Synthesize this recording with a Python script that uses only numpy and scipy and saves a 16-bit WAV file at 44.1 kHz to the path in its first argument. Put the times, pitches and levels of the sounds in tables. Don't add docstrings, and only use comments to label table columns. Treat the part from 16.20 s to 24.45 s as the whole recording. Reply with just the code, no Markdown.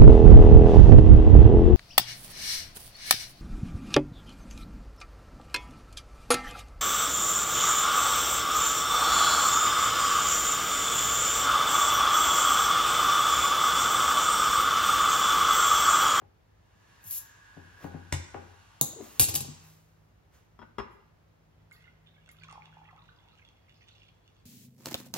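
import sys
import numpy as np
from scipy import signal
from scipy.fft import rfft, irfft, next_fast_len
from scipy.io import wavfile

SR = 44100
rng = np.random.default_rng(int(sys.argv[2]) if len(sys.argv) > 2 else 0)


def generate_wav(signal):
    frames = np.transpose(np.atleast_2d(signal))
    scaled = np.clip(frames, -1, 1) * 32767
    pcm = np.round(scaled).astype(np.int16)
    wavfile.write(sys.argv[1], SR, pcm)


N = 364001

# frequency in Hz, relative level in dB.
AIR_SPECTRUM = [(25, -28.5), (45, -0.5), (75, -2.5), (150, -7.5), (250, -14.5), (450, -15), (900, -18.5),
                (1800, -24.5), (3500, -32), (7000, -37.5), (14000, -43)]
# frequency in Hz, level in dB.
HUM_TONES = [(53.8, -73), (102.3, -68.5)]
# time at full strength in s, level in dB, attack, hold, release in s.
LOW_TONE_SWELLS = [(3.298, -55.5, 0.47, 0.022, 0.97), (6.3, -64, 3.5, 0.22, 1.48)]
# frequency in Hz, 60 dB decay time in s.
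REVERBERATION_TIME = [(100, 0.54), (500, 0.54), (2000, 0.71), (6000, 0.67), (10000, 0.26), (15000, 0.29)]
# frequency in Hz, correlation.
PORT_CORRELATION = [(60, 0.79), (150, 0.76), (400, 0), (2500, 0.029), (6000, 0.35), (9000, 1), (15000, 0)]
# frequency in Hz, phase in radians.
LEFT_PHASE_LEAD = [(50, 0), (3500, .6), (5000, 1.5), (6500, 2.2), (8300, 2.9), (10000, 3.3), (11400, 4.2),
                   (12600, 5.7), (16000, 6.3)]
# frequency in Hz, left minus right in dB.
PORT_LEVEL_DIFFERENCE = [(60, 5), (125, 3.5), (260, 12.5), (500, 3), (1000, 1), (2000, -1.5), (4500, -1),
                         (12000, 3)]

# frequency in Hz, relative level in dB.
LEAK_SPECTRUM = [(400, -24.5), (950, 5.5), (1400, -1), (2100, -3.5), (2600, -1.5), (4500, -9), (8500, -10),
                 (11000, -14.5), (15000, -28)]
# frequency in Hz, relative level in dB.
JET_SPECTRUM = [(1000, -39), (2500, -18), (4000, -15), (6000, -8), (7600, 0.5), (8900, -55), (10200, 5),
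                (11500, 8), (12700, -3), (13600, 1), (15500, -5)]
# time at full strength in s, level in dB, attack, hold, release in s.
GAS_SPURTS = [(0.872, -44.5, .06, 0.029, .02), (0.909, -32, .003, 0.0018, .006),
              (0.917, -35, 0.032, 0.07, 0.024)]
# time at full strength in s, level in dB, attack, hold, release in s, judder rate in Hz.
BASE_RUBS = [(2.732, -51.5, .015, 0.0038, 0.019, 605), (2.764, -47, .012, 0.0058, 0.027, 402),
             (2.787, -47, .025, 0.0081, 0.017, 423), (2.804, -40.5, 0.017, 0.0079, 0.026, 385.5),
             (2.824, -48.5, .015, 0.0045, .05, 237.8), (2.863, -57.5, .04, 0.0091, 0.024, 652),
             (3.135, -51.5, .04, .02, 0.023, 363)]
# time at full strength in s, level in dB, attack, hold, release in s, brightness in Hz.
HAND_BRUSHES = [(1.642, -52, 0.13, 0.0039, 0.0099, 1180), (1.658, -62, 0.049, .003, 0.068, 14000),
                (2.842, -56, 0.13, 0.073, 1, 11600), (3.442, -64.5, 0.035, 0.06, 0.21, 14240),
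                (4.141, -65, 0.05, 0.0094, 0.17, 2443)]

# start in s, knock level in dB, knock centre in Hz, thud level in dB, thud frequency in Hz.
BOTTLE_KNOCKS = [(.017, -58, 533, -66, 91), (.856, -73, 250, -49, 102), (1.368, -51, 380, -43, 170),
                 (1.393, -79, 298, -57, 175), (1.642, -41.5, 503, -33, 173.5), (1.709, -59, 700, -59, 172),
                 (1.741, -46.5, 426, -34, 160), (1.9244, -46, 650, -24, 84.8),
                 (2.1435, -39.5, 639.5, -55, 88), (2.612, -43.5, 735, -30, 135)]
# frequency in Hz, level in dB, 60 dB decay time in s.
COUNTER_MODES = [(90, 3.5, 0.86), (156.8, -10, 0.98), (201.9, -3, 0.37), (298, -6.5, 0.08), (393, -2, 0.11),
                 (544, -15, 0.033), (750, -16.5, .08), (806, 6, 0.13), (980, -7, .12), (1356.4, -9, 0.059)]
# start in s, ring level in dB, brightness in Hz, chatter length in s,
# knock level in dB, thud level in dB, thud frequency in Hz.
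OPENER_LANDINGS = [(2.9958, -16.5, 14000, 0.0095, -38.5, -27.5, 116),
                   (3.0104, -22, 10000, .006, -52.5, -31.5, 75.6),
                   (3.02, -25.5, 9970, .007, -55.5, -46.5, 150),
                   (3.032, -23.5, 10900, 0.015, -52.5, -41, 83.5), (3.085, -33, 7047, 0.016, -47, -38, 114),
                   (3.1408, -34.5, 12700, 0.005, -50, -41, 136),
                   (3.1517, -27.5, 10120, 0.0066, -54.5, -42, 150),
                   (3.158, -29, 11600, .004, -48.5, -44, 150),
                   (3.2055, -36.5, 11800, .004, -52, -36, 135.2),
                   (3.244, -63, 10000, 0.0068, -57, -44.5, 138.6),
                   (3.281, -69, 9980, 0.0081, -60.5, -36, 148.5)]
# frequency in Hz, level in dB, 60 dB decay time in s before shortening.
OPENER_RING_MODES = [(2789, -20, .14), (3811, -16, .05), (4300, -14, .04), (5450, -16, .05),
                     (6258, -15, .13), (6440, -12, .12), (7010, -12, .12), (7430, -3, .12), (7540, -5, .12),
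                     (7760, 0, .13), (8700, 2, .1), (8850, -3, .11), (9380, -3, .11), (9520, -3, .11),
                     (10340, -3, .08), (10886, -5, .11), (11670, -4, .12), (11780, -4, .12),
                     (12248, -2, .15), (13790, -4, .12), (14450, -8, .15), (14620, -9, .15),
                     (15260, -9, .12)]
# frequency in Hz, relative level in dB.
OPENER_CRACK_SPECTRUM = [(500, -12.5), (1200, -20), (1900, -15), (2700, -7), (4300, -3), (6000, -0.5),
                         (8700, 4), (10300, 8), (13000, -5.5), (15500, -5.5)]
# start in s, level in dB, brightness in Hz.
TOOTH_SLIPS = [(1.9232, -39, 9000), (1.9253, -25, 8980), (1.9285, -60, 7000), (1.9385, -36.5, 5000),
               (1.944, -42, 5000)]
# start in s, level in dB, brightness in Hz.
CAP_RATTLES = [(2.812, -54.5, 7000), (2.842, -51.5, 9000), (2.893, -57, 9000)]
# frequency in Hz, level in dB, 60 dB decay time in s.
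SLIP_RING_MODES = [(1018, -3, 0.03), (2130, 4, 0.022), (2850, -3, 0.025), (3620, 0, .022), (3950, -8, .06),
                   (5080, 2, .02), (5550, 1, .012), (6900, 0, .012), (7800, 0, .025)]
# frequency in Hz, relative level in dB.
SLIP_CRACK_SPECTRUM = [(500, -2.5), (1000, -10), (1500, -14), (2100, -10.5), (3000, -13), (4300, -13),
                       (5100, -13), (6100, -13), (7800, -2.5), (9500, -10), (12000, -15), (15000, -29.5)]
# start in s, level in dB, brightness in Hz.
CAP_SNAPS = [(.841, -48, 14800), (2.612, -12.5, 15050), (2.6127, -18.5, 15000), (2.6186, -33, 14860)]
# frequency in Hz, level in dB, 60 dB decay time in s before shortening.
CAP_RING_MODES = [(3620, -16, .04), (6150, -8, .1), (6390, -3, .1), (7650, -6, .05), (8200, -4, .06),
                  (9870, -2, .09), (12300, -2, .08), (13880, -11, .08), (15400, -7, .06)]
# frequency in Hz, relative level in dB.
CAP_CRACK_SPECTRUM = [(500, -4), (1400, -14), (2100, -19), (3150, -19), (3650, -8), (4200, -12.5),
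                      (5600, -10), (6400, 1.5), (8200, 4.5), (9100, -5), (10000, 6.5), (11400, -4),
                      (12400, 2), (14200, -9), (15500, 6)]

# start in s, level in dB, brightness in Hz.
NECK_CLINKS = [(4.3903, -50, 2200), (4.416, -50, 1776), (4.425, -50.5, 1790), (4.5834, -32, 3040),
               (4.5982, -39, 1800)]
# frequency in Hz, level in dB, 60 dB decay time in s.
JOINED_GLASS_MODES = [(230.5, -9.5, 0.12), (388, -3, 0.052), (975, 2.5, 0.04), (1480, 2, 0.02),
                      (1953, -17, 0.043), (2610, -16, 0.025)]
# frequency in Hz, relative level in dB.
GLASS_CRACK_SPECTRUM = [(100, -0.5), (350, -10), (1000, 6), (1600, 0), (2500, -9), (5000, -21.5),
                        (15000, -34)]
# frequency in Hz, level in dB, 60 dB decay time in s.
TUMBLER_RIM_MODES = [(2326, -10, .12), (3275, 1.5, 0.28), (3400, 0, 0.09), (5150, -0.5, 0.18),
                     (6525, -14, 0.15)]
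# time in s, level in dB.
STREAM_STRENGTH = [(5.3, -95.5), (5.32, -80), (5.49, -86), (5.52, -67), (5.59, -69.5), (5.65, -62.5),
                   (5.84, -86), (5.87, -68.5), (6.069, -69.5), (6.1, -77), (6.13, -66), (6.25, -63),
                   (6.54, -70.5), (7.399, -73), (7.9, -72.5), (7.94, -80), (8.21, -76), (8.25, -93)]
# frequency in Hz, bandwidth in Hz, level in dB.
AIR_COLUMN_MODES = [(2365, 78, -4), (2760, 240, 8.5), (3344, 100, 12), (4260, 230, -3), (5570, 820, -8)]
# start in s, level in dB, starting pitch in Hz.
LOUD_BUBBLES = [(5.511, -51.5, 1480), (6.079, -54, 1500), (6.235, -41, 2380), (6.287, -41, 1230),
                (6.31, -42.5, 1120), (6.327, -44.5, 848), (6.353, -45.5, 853), (6.355, -41.5, 1044),
                (6.377, -40, 863), (6.421, -42.5, 2267), (6.526, -51.5, 1490), (6.569, -44.5, 856),
                (6.616, -48, 840), (6.687, -52.5, 1204), (6.727, -52, 740), (6.783, -54, 1180),
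                (6.89, -48, 1480), (7.819, -47, 2850)]
# start in s, level in dB, starting pitch in Hz.
HOLLOW_DRIPS = [(5.517, -45, 2117), (5.642, -54, 2070), (5.678, -49.5, 2060), (5.872, -52, 3530),
                (5.95, -61, 3460), (6.092, -47.5, 2117), (6.987, -55, 3390), (7.277, -53, 3327)]
# start in s, length in s, level in dB, typical pitch in Hz.
BUBBLE_SPLASHES = [(5.532, 0.044, -56, 3890), (5.862, 0.03, -56.5, 3410), (6.183, 0.065, -51.5, 2970),
                   (6.235, 0.013, -50.5, 2900), (6.41, .06, -58, 2480), (6.649, 0.051, -51.5, 2410),
                   (6.669, .16, -52.5, 1042), (6.765, 0.044, -59, 2360), (6.791, 0.12, -53, 3540),
                   (6.867, 0.068, -63.5, 1500), (7.022, 0.066, -62.5, 900), (7.055, 0.056, -66, 2033),
                   (7.088, 0.056, -59, 3500), (7.171, 0.056, -53, 2310), (7.467, 0.045, -59, 2200),
                   (7.537, 0.098, -60, 4850), (7.599, 0.04, -54.5, 2480), (7.668, 0.078, -54, 3870),
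                   (7.729, .07, -64, 5200), (7.811, 0.034, -59, 2920), (7.854, 0.044, -55, 3040)]
# start in s, level in dB, brightness in Hz.
WALL_SPATTER = [(5.512, -60.5, 8000), (5.623, -63, 11870), (6.09, -51, 7120), (6.235, -54.5, 6050),
                (6.312, -54, 8900), (6.326, -49, 8940)]
# frequency in Hz, relative level in dB.
DROPLET_CRACK_SPECTRUM = [(1000, 4), (2200, 10), (4500, 1), (8500, 4), (14500, -20)]
# time at full strength in s, level in dB, attack, hold, release in s.
FOAM_SPITS = [(4.71, -75, 0.0079, 0.017, 0.1), (5.526, -58, 0.0042, 0.0024, 0.023),
              (5.542, -70, 0.022, 0.0089, 0.13), (6.113, -55.5, 0.0022, 0.0027, 0.017)]

TIME = np.arange(N) / SR
SIZE = next_fast_len(N + SR, real=True)
FREQ = np.arange(SIZE // 2 + 1) * SR / SIZE
RING = TIME[:SR // 2]
ATTACK = SR // 250
TOP_HZ = 15800
LOW_TONE_HZ, LOW_TONE_DB = 158.6, -84
HUM_LAG, POUR_LAG = 7, 8

LEAK_FULL_S, LEAK_ATTACK_S, LEAK_HOLD_S, LEAK_RELEASE_S, LEAK_HISS_DB = 0.73, 0.68, 2.7, .1, -65
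NECK_PEAK_S, NECK_DB, NECK_FADE_DB_PER_S2 = 1.55, -62, 10.5
NECK_HZ, NECK_SAG_HZ_PER_S = 1598, 100
RUB_JITTER = .2
LANDING_KNOCK_HZ = 501.7
CHATTER_FALL_DB = 5
CHATTER_SCATTER_DB = 2

RIM_DB, RIM_ROOM_DB = -15, -13
DRINK_ROOM_DB = -3.5
HEAD_S, BUBBLE_HZ, BUBBLE_RISE_OCT_PER_S = 6.7, 2200, 0.667
FOAM_DB, FOAM_RISE_DB_PER_S = -5, 3
BUBBLE_GLIDE = .03
DRIP_CYCLES = 130
GURGLE_START_S, GURGLE_LENGTH_S, GURGLE_DB, GURGLE_FADE_DB_PER_S, GURGLE_HZ = 6.28, 1.1, -61, 8, 1145
POOL_HZ, POOL_WIDTH_HZ, POOL_DB = 880, 65, 2


def undb(db):
    return np.exp(np.asarray(db) * (np.log(10) / 20))


def unit(x):
    return x / np.sqrt(np.mean(x ** 2))


def unit_attack(x):
    return x / np.sqrt(np.mean(x[:ATTACK] ** 2))


def over_hz(points, hz):
    f, value = np.transpose(points)
    return np.interp(np.log(hz + 1e-9), np.log(f), value)


def curve(table):
    s, db = np.transpose(table)
    return undb(np.interp(TIME, s, db)) * (TIME >= s[0]) * (TIME <= s[-1])


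def noise(points, size=N):
    n = next_fast_len(size, real=True)
    gain = undb(over_hz(points, np.fft.rfftfreq(n, 1 / SR)))
    return unit(irfft(rfft(rng.standard_normal(n)) * gain, n)[:size])


def slow_noise(hz):
    low_pass = signal.butter(2, hz, fs=SR, output="sos")
    return unit(signal.sosfilt(low_pass, rng.standard_normal(N)))


def fade(t60):
    return np.exp(-np.log(1000) * RING / t60)


def swell(s, db, attack_s, hold_s, release_s):
    away = np.maximum((s - TIME) / attack_s, 0) + np.maximum((TIME - s - hold_s) / release_s, 0)
    return undb(db - 30 * np.minimum(away, 5))


def dull(x, hz):
    return signal.lfilter([1], [1, -np.exp(-2 * np.pi * hz / SR)], x)


def ring(modes, scatter_db=0, stretch=1, detune=.003):
    out = 0
    chance = rng.standard_normal((len(modes), 2))
    for (size, shift), (hz, db, t60) in zip(chance, modes):
        tone = np.sin(2 * np.pi * hz * (1 + detune * shift) * RING)
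        out = out + undb(db + scatter_db * size) * tone * fade(t60 * stretch)
    return out


def add(track, s, sound):
    i = max(int(s * SR), 0)
    track[i:i + len(sound)] += sound[:max(N - i, 0)]


def strikes(table, modes, crack_spectrum, crack_t60, ring_db, stretch=1, scatter_db=2, rise_s=0.0014):
    out = np.zeros(N)
    for s, db, bright_hz in table:
        crack = unit_attack(noise(crack_spectrum, size=len(RING)) * fade(crack_t60))
        blow = crack + undb(ring_db) * unit_attack(ring(modes, scatter_db, stretch))
        softened = dull(blow * (1 - fade(rise_s)), bright_hz)
        add(out, s, undb(db) * unit_attack(softened))
    return out


def bubble(hz, cycles, glide):
    age = np.arange(int(cycles * SR / hz)) / (cycles * SR / hz)
    tone = np.sin(2 * np.pi * cycles * (age + glide * age ** 2 / 2))
    return tone * np.exp(-np.log(1000) * age) * (1 - np.exp(-age * cycles))


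def place(x, pan_db=0, lag=0):
    return np.array([undb(pan_db / 2) * np.pad(x, (lag, 0))[:N], undb(-pan_db / 2) * x])


def diffuse(a, b):
    n = next_fast_len(len(a), real=True)
    likeness = np.clip(over_hz(PORT_CORRELATION, np.fft.rfftfreq(n, 1 / SR)), -.99, .99)
    mid = irfft(rfft(a, n) * np.sqrt((1 + likeness) / 2), n)
    side = irfft(rfft(b, n) * np.sqrt((1 - likeness) / 2), n)
    return np.array([mid + side, mid - side])[:, :len(a)]


def background():
    tones = 0
    for hz, db in HUM_TONES:
        tones = tones + undb(db) * unit(np.sin(2 * np.pi * hz * TIME + 0.56 * slow_noise(hz=0.64)))
    low_tone_gain = undb(LOW_TONE_DB) + sum(swell(*rise) for rise in LOW_TONE_SWELLS)
    low_tone_phase = 2 * np.pi * LOW_TONE_HZ * TIME + 0.31 * slow_noise(hz=2.8)
    tones = tones + low_tone_gain * unit(np.sin(low_tone_phase))
    air = undb(-63.5 + 0.12 * slow_noise(hz=2.7)) * diffuse(noise(AIR_SPECTRUM), noise(AIR_SPECTRUM))
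    return air + place(tones * undb(2 * slow_noise(hz=7.3)), lag=HUM_LAG)


def kitchen(x, build_s=0.0043, early_db=4, early_t60=0.13):
    t = TIME[:SR]
    f = np.fft.rfftfreq(SR, 1 / SR)
    field = rfft(diffuse(*rng.standard_normal((2, SR))))
    tail = 0
    for k, (_, t60) in enumerate(REVERBERATION_TIME):
        share = over_hz([(hz, float(j == k)) for j, (hz, _) in enumerate(REVERBERATION_TIME)], f)
        tail = tail + irfft(field * share, SR) * np.exp(-np.log(1000) * t / t60)
    build = 1 - np.exp(-(t / build_s) ** 2)
    early = 1 + undb(early_db) * np.exp(-np.log(1000) * t / early_t60)
    return signal.fftconvolve(x[None], unit(tail * build * early) / np.sqrt(SR), axes=1)[:, :N]


def handling(overtone_db=-13):
    judder = 0
    for *shape, hz in BASE_RUBS:
        phase = 2 * np.pi * np.cumsum(hz * (1 + RUB_JITTER * slow_noise(hz=211))) / SR
        judder = judder + swell(*shape) * unit(np.sin(phase) + undb(overtone_db) * np.sin(2 * phase))
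    skin = noise([(1500, 0.0), (4000, -4.5), (9000, 2.5), (15000, -3.0)])
    brushes = sum(swell(*shape) * unit(dull(skin, bright_hz)) for *shape, bright_hz in HAND_BRUSHES)
    return judder, brushes


def gas():
    opening = swell(LEAK_FULL_S, 0, LEAK_ATTACK_S, LEAK_HOLD_S, LEAK_RELEASE_S)
    since = TIME - NECK_PEAK_S
    phase = 2 * np.pi * np.cumsum(NECK_HZ - NECK_SAG_HZ_PER_S * since) / SR
    neck = unit(slow_noise(hz=115) * np.cos(phase) + slow_noise(hz=117.1) * np.sin(phase))
    tone = np.sqrt(opening) * undb(NECK_DB - NECK_FADE_DB_PER_S2 * since ** 2) * neck
    hiss = opening * undb(LEAK_HISS_DB) * noise(LEAK_SPECTRUM)
    spurts = sum(swell(*spurt) for spurt in GAS_SPURTS)
    jet = spurts * noise(JET_SPECTRUM) * undb(0.78 * slow_noise(hz=150))
    return undb(-4.5) * (tone + hiss), jet


def counter_blows():
    landings = [(s, knock_db, LANDING_KNOCK_HZ, thud_db, thud_hz)
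                for s, _, _, _, knock_db, thud_db, thud_hz in OPENER_LANDINGS]
    return list(BOTTLE_KNOCKS) + landings


def thuds(cycles=18, rise_s=0.025, upper_db=-6):
    out = np.zeros(N)
    for s, _, _, db, hz in counter_blows():
        phase = 2 * np.pi * hz * RING
        flexing = np.sin(phase) + undb(upper_db) * np.sin(1.62 * phase)
        add(out, s, undb(db + 2.0) * flexing * fade(cycles / hz) * (1 - fade(rise_s)))
    return out


def knocks(spread_s=0.019, ring_db=-7, treble_reach=2.9):
    out = np.zeros(N)
    f = np.fft.rfftfreq(len(RING), 1 / SR)
    chirp = irfft(np.exp(-4j * np.pi * spread_s * np.sqrt(100 * f)), len(RING))
    chirp = chirp[int(spread_s * SR / 6):]
    for s, db, hz, _, _ in counter_blows():
        contact = signal.butter(1, [hz / 2.9, hz * 1.3], "band", fs=SR, output="sos")
        soft = signal.butter(2, hz * treble_reach, fs=SR, output="sos")
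        wave = signal.sosfilt(soft, signal.sosfilt(contact, chirp))
        add(out, s, undb(db) * wave / np.sqrt(np.sum(wave ** 2) / (2 * ATTACK)))
        slab = signal.sosfilt(contact, ring(COUNTER_MODES, scatter_db=2.0))
        add(out, s, undb(db + ring_db) * unit_attack(slab))
    return out


def slips_and_rattles():
    return strikes(list(TOOTH_SLIPS) + list(CAP_RATTLES), SLIP_RING_MODES, SLIP_CRACK_SPECTRUM,
                   crack_t60=0.018, ring_db=-3.5, rise_s=.0003)


def cap_snaps():
    return strikes(CAP_SNAPS, CAP_RING_MODES, CAP_CRACK_SPECTRUM,
                   crack_t60=0.0054, ring_db=-15, stretch=0.33, rise_s=0.005)


def chatter(count=4):
    contacts = []
    for s, db, bright_hz, length_s, _, _, _ in OPENER_LANDINGS:
        for k, (slip, size) in enumerate(rng.uniform(-1, 1, (count, 2))):
            along = (k + slip / 2) / count if k else 0
            level_db = db - CHATTER_FALL_DB * along + CHATTER_SCATTER_DB * size
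            contacts.append((s + along * length_s, level_db, bright_hz))
    return contacts


def opener_drop():
    return undb(1.5) * strikes(chatter(), OPENER_RING_MODES, OPENER_CRACK_SPECTRUM,
                               crack_t60=0.012, ring_db=-5.5, stretch=0.66, scatter_db=4.5, rise_s=0.0025)


def clinks():
    return strikes(NECK_CLINKS, JOINED_GLASS_MODES, GLASS_CRACK_SPECTRUM,
                   crack_t60=0.039, ring_db=0.0, rise_s=0.01)


def rim():
    out = np.zeros(N)
    for s, db, _ in NECK_CLINKS:
        add(out, s, undb(db + RIM_DB) * unit_attack(ring(TUMBLER_RIM_MODES, scatter_db=0.5, detune=0)))
    return out


def foam(rate=150, size_db=6, flicker_db=3.5, drift=.015):
    sizes = undb(size_db * np.minimum(rng.standard_normal(N), 2))
    pops = (rng.random(N) < rate / SR) * rng.choice([-1, 1], N) * sizes
    air = 0
    for hz, width, db in AIR_COLUMN_MODES:
        resonance = signal.lfilter(*signal.iirpeak(hz, hz / width, fs=SR), pops)
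        air = air + undb(db + flicker_db * slow_noise(hz=10)) * resonance
    air = np.interp(np.cumsum(1 + drift * slow_noise(hz=4)) / SR, TIME, air)
    surges = undb(FOAM_DB + FOAM_RISE_DB_PER_S * (TIME - HEAD_S) + 5.3 * slow_noise(hz=23.0))
    return surges * unit(signal.sosfilt(signal.butter(2, 7000, fs=SR, output="sos"), air))


def gurgle(count=260, spread=0.285, size_db=2):
    out = np.zeros(N)
    for when, (pitch, size) in zip(rng.random(count), rng.standard_normal((count, 2))):
        age = GURGLE_LENGTH_S * when
        db = GURGLE_DB - GURGLE_FADE_DB_PER_S * age + size_db * min(size, 1)
        sound = bubble(GURGLE_HZ * np.exp(spread * pitch), cycles=21, glide=BUBBLE_GLIDE)
        add(out, GURGLE_START_S + age, undb(db) * sound)
    hollow = signal.lfilter(*signal.iirpeak(POOL_HZ, POOL_HZ / POOL_WIDTH_HZ, fs=SR), out)
    return out + undb(POOL_DB) * hollow


def plops(cycles=27, count=14, spread=0.148, size_db=3):
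    out = np.zeros(N)
    for s, db, hz in LOUD_BUBBLES:
        add(out, s, undb(db + 4.5) * bubble(hz, cycles, BUBBLE_GLIDE))
    for s, db, hz in HOLLOW_DRIPS:
        add(out, s, undb(db) * bubble(hz, DRIP_CYCLES, BUBBLE_GLIDE))
    for s, length_s, db, hz in BUBBLE_SPLASHES:
        for when, (pitch, size) in zip(rng.random(count), rng.standard_normal((count, 2))):
            sound = bubble(hz * np.exp(spread * pitch), cycles=48, glide=BUBBLE_GLIDE)
            add(out, s + when * length_s, undb(db - 3.0 + size_db * min(size, 1)) * sound)
    return out


def pour(count=450, spread=0.372, size_db=5.0):
    small = np.zeros(N)
    stream = curve(STREAM_STRENGTH)
    starts = rng.uniform(STREAM_STRENGTH[0][0], TIME[-1], count)
    for s, (pitch, size) in zip(starts, rng.standard_normal((count, 2))):
        typical_hz = BUBBLE_HZ * 2 ** (BUBBLE_RISE_OCT_PER_S * max(s - HEAD_S, 0))
        hz = min(typical_hz * np.exp(spread * pitch), SR / 3)
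        add(small, s, undb(size_db * min(size, 2)) * bubble(hz, cycles=84, glide=BUBBLE_GLIDE))
    small = small / np.std(small[stream > 0])
    drops = strikes(WALL_SPATTER, TUMBLER_RIM_MODES, DROPLET_CRACK_SPECTRUM, crack_t60=0.012, ring_db=-18)
    spits = sum(swell(*spit) for spit in FOAM_SPITS) * noise(JET_SPECTRUM)
    return stream * (undb(-4.0) * small + foam()) + gurgle() + spits + undb(-3.0) * drops


def scene():
    leak, jet = gas()
    judder, brushes = handling()
    # direct sound at both ports, room level in dB
    sources = [
        (place(judder, pan_db=1.5), -6.5),
        (place(brushes, pan_db=-2.0), -2),
        (place(leak), 5.5),
        (place(jet), -4.5),
        (place(thuds()), -8.5),
        (place(knocks(), pan_db=6.0), 2),
        (place(slips_and_rattles()), -2.5),
        (place(cap_snaps()), -3),
        (place(opener_drop()), -4.5),
        (place(clinks(), pan_db=9.0), -3.0),
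        (place(rim()), RIM_ROOM_DB),
        (place(plops(), pan_db=-4.5, lag=POUR_LAG), -0.5),
    ]
    drink = pour()
    room_feed = sum(x.mean(axis=0) * undb(room_db) for x, room_db in sources) + undb(DRINK_ROOM_DB) * drink
    direct = sum(x for x, _ in sources) + place(drink, pan_db=-4.0, lag=POUR_LAG)
    near = direct + kitchen(room_feed)
    balance = undb(np.outer([.5, -.5], over_hz(PORT_LEVEL_DIFFERENCE, FREQ)))
    return irfft(rfft(near, SIZE) * balance, SIZE)[:, :N] + background()


def record(dry):
    lag = np.exp(-1j * over_hz(LEFT_PHASE_LEAD, FREQ))
    right = irfft(rfft(dry[1], SIZE) * lag, SIZE)[:N]
    bass_cut = signal.butter(3, 48, "high", fs=SR, output="sos")
    top_cut = signal.ellip(10, .2, 70, TOP_HZ, fs=SR, output="sos")
    return signal.sosfilt(top_cut, signal.sosfilt(bass_cut, np.array([dry[0], right])))


dry = scene()
out = record(dry)
generate_wav(out)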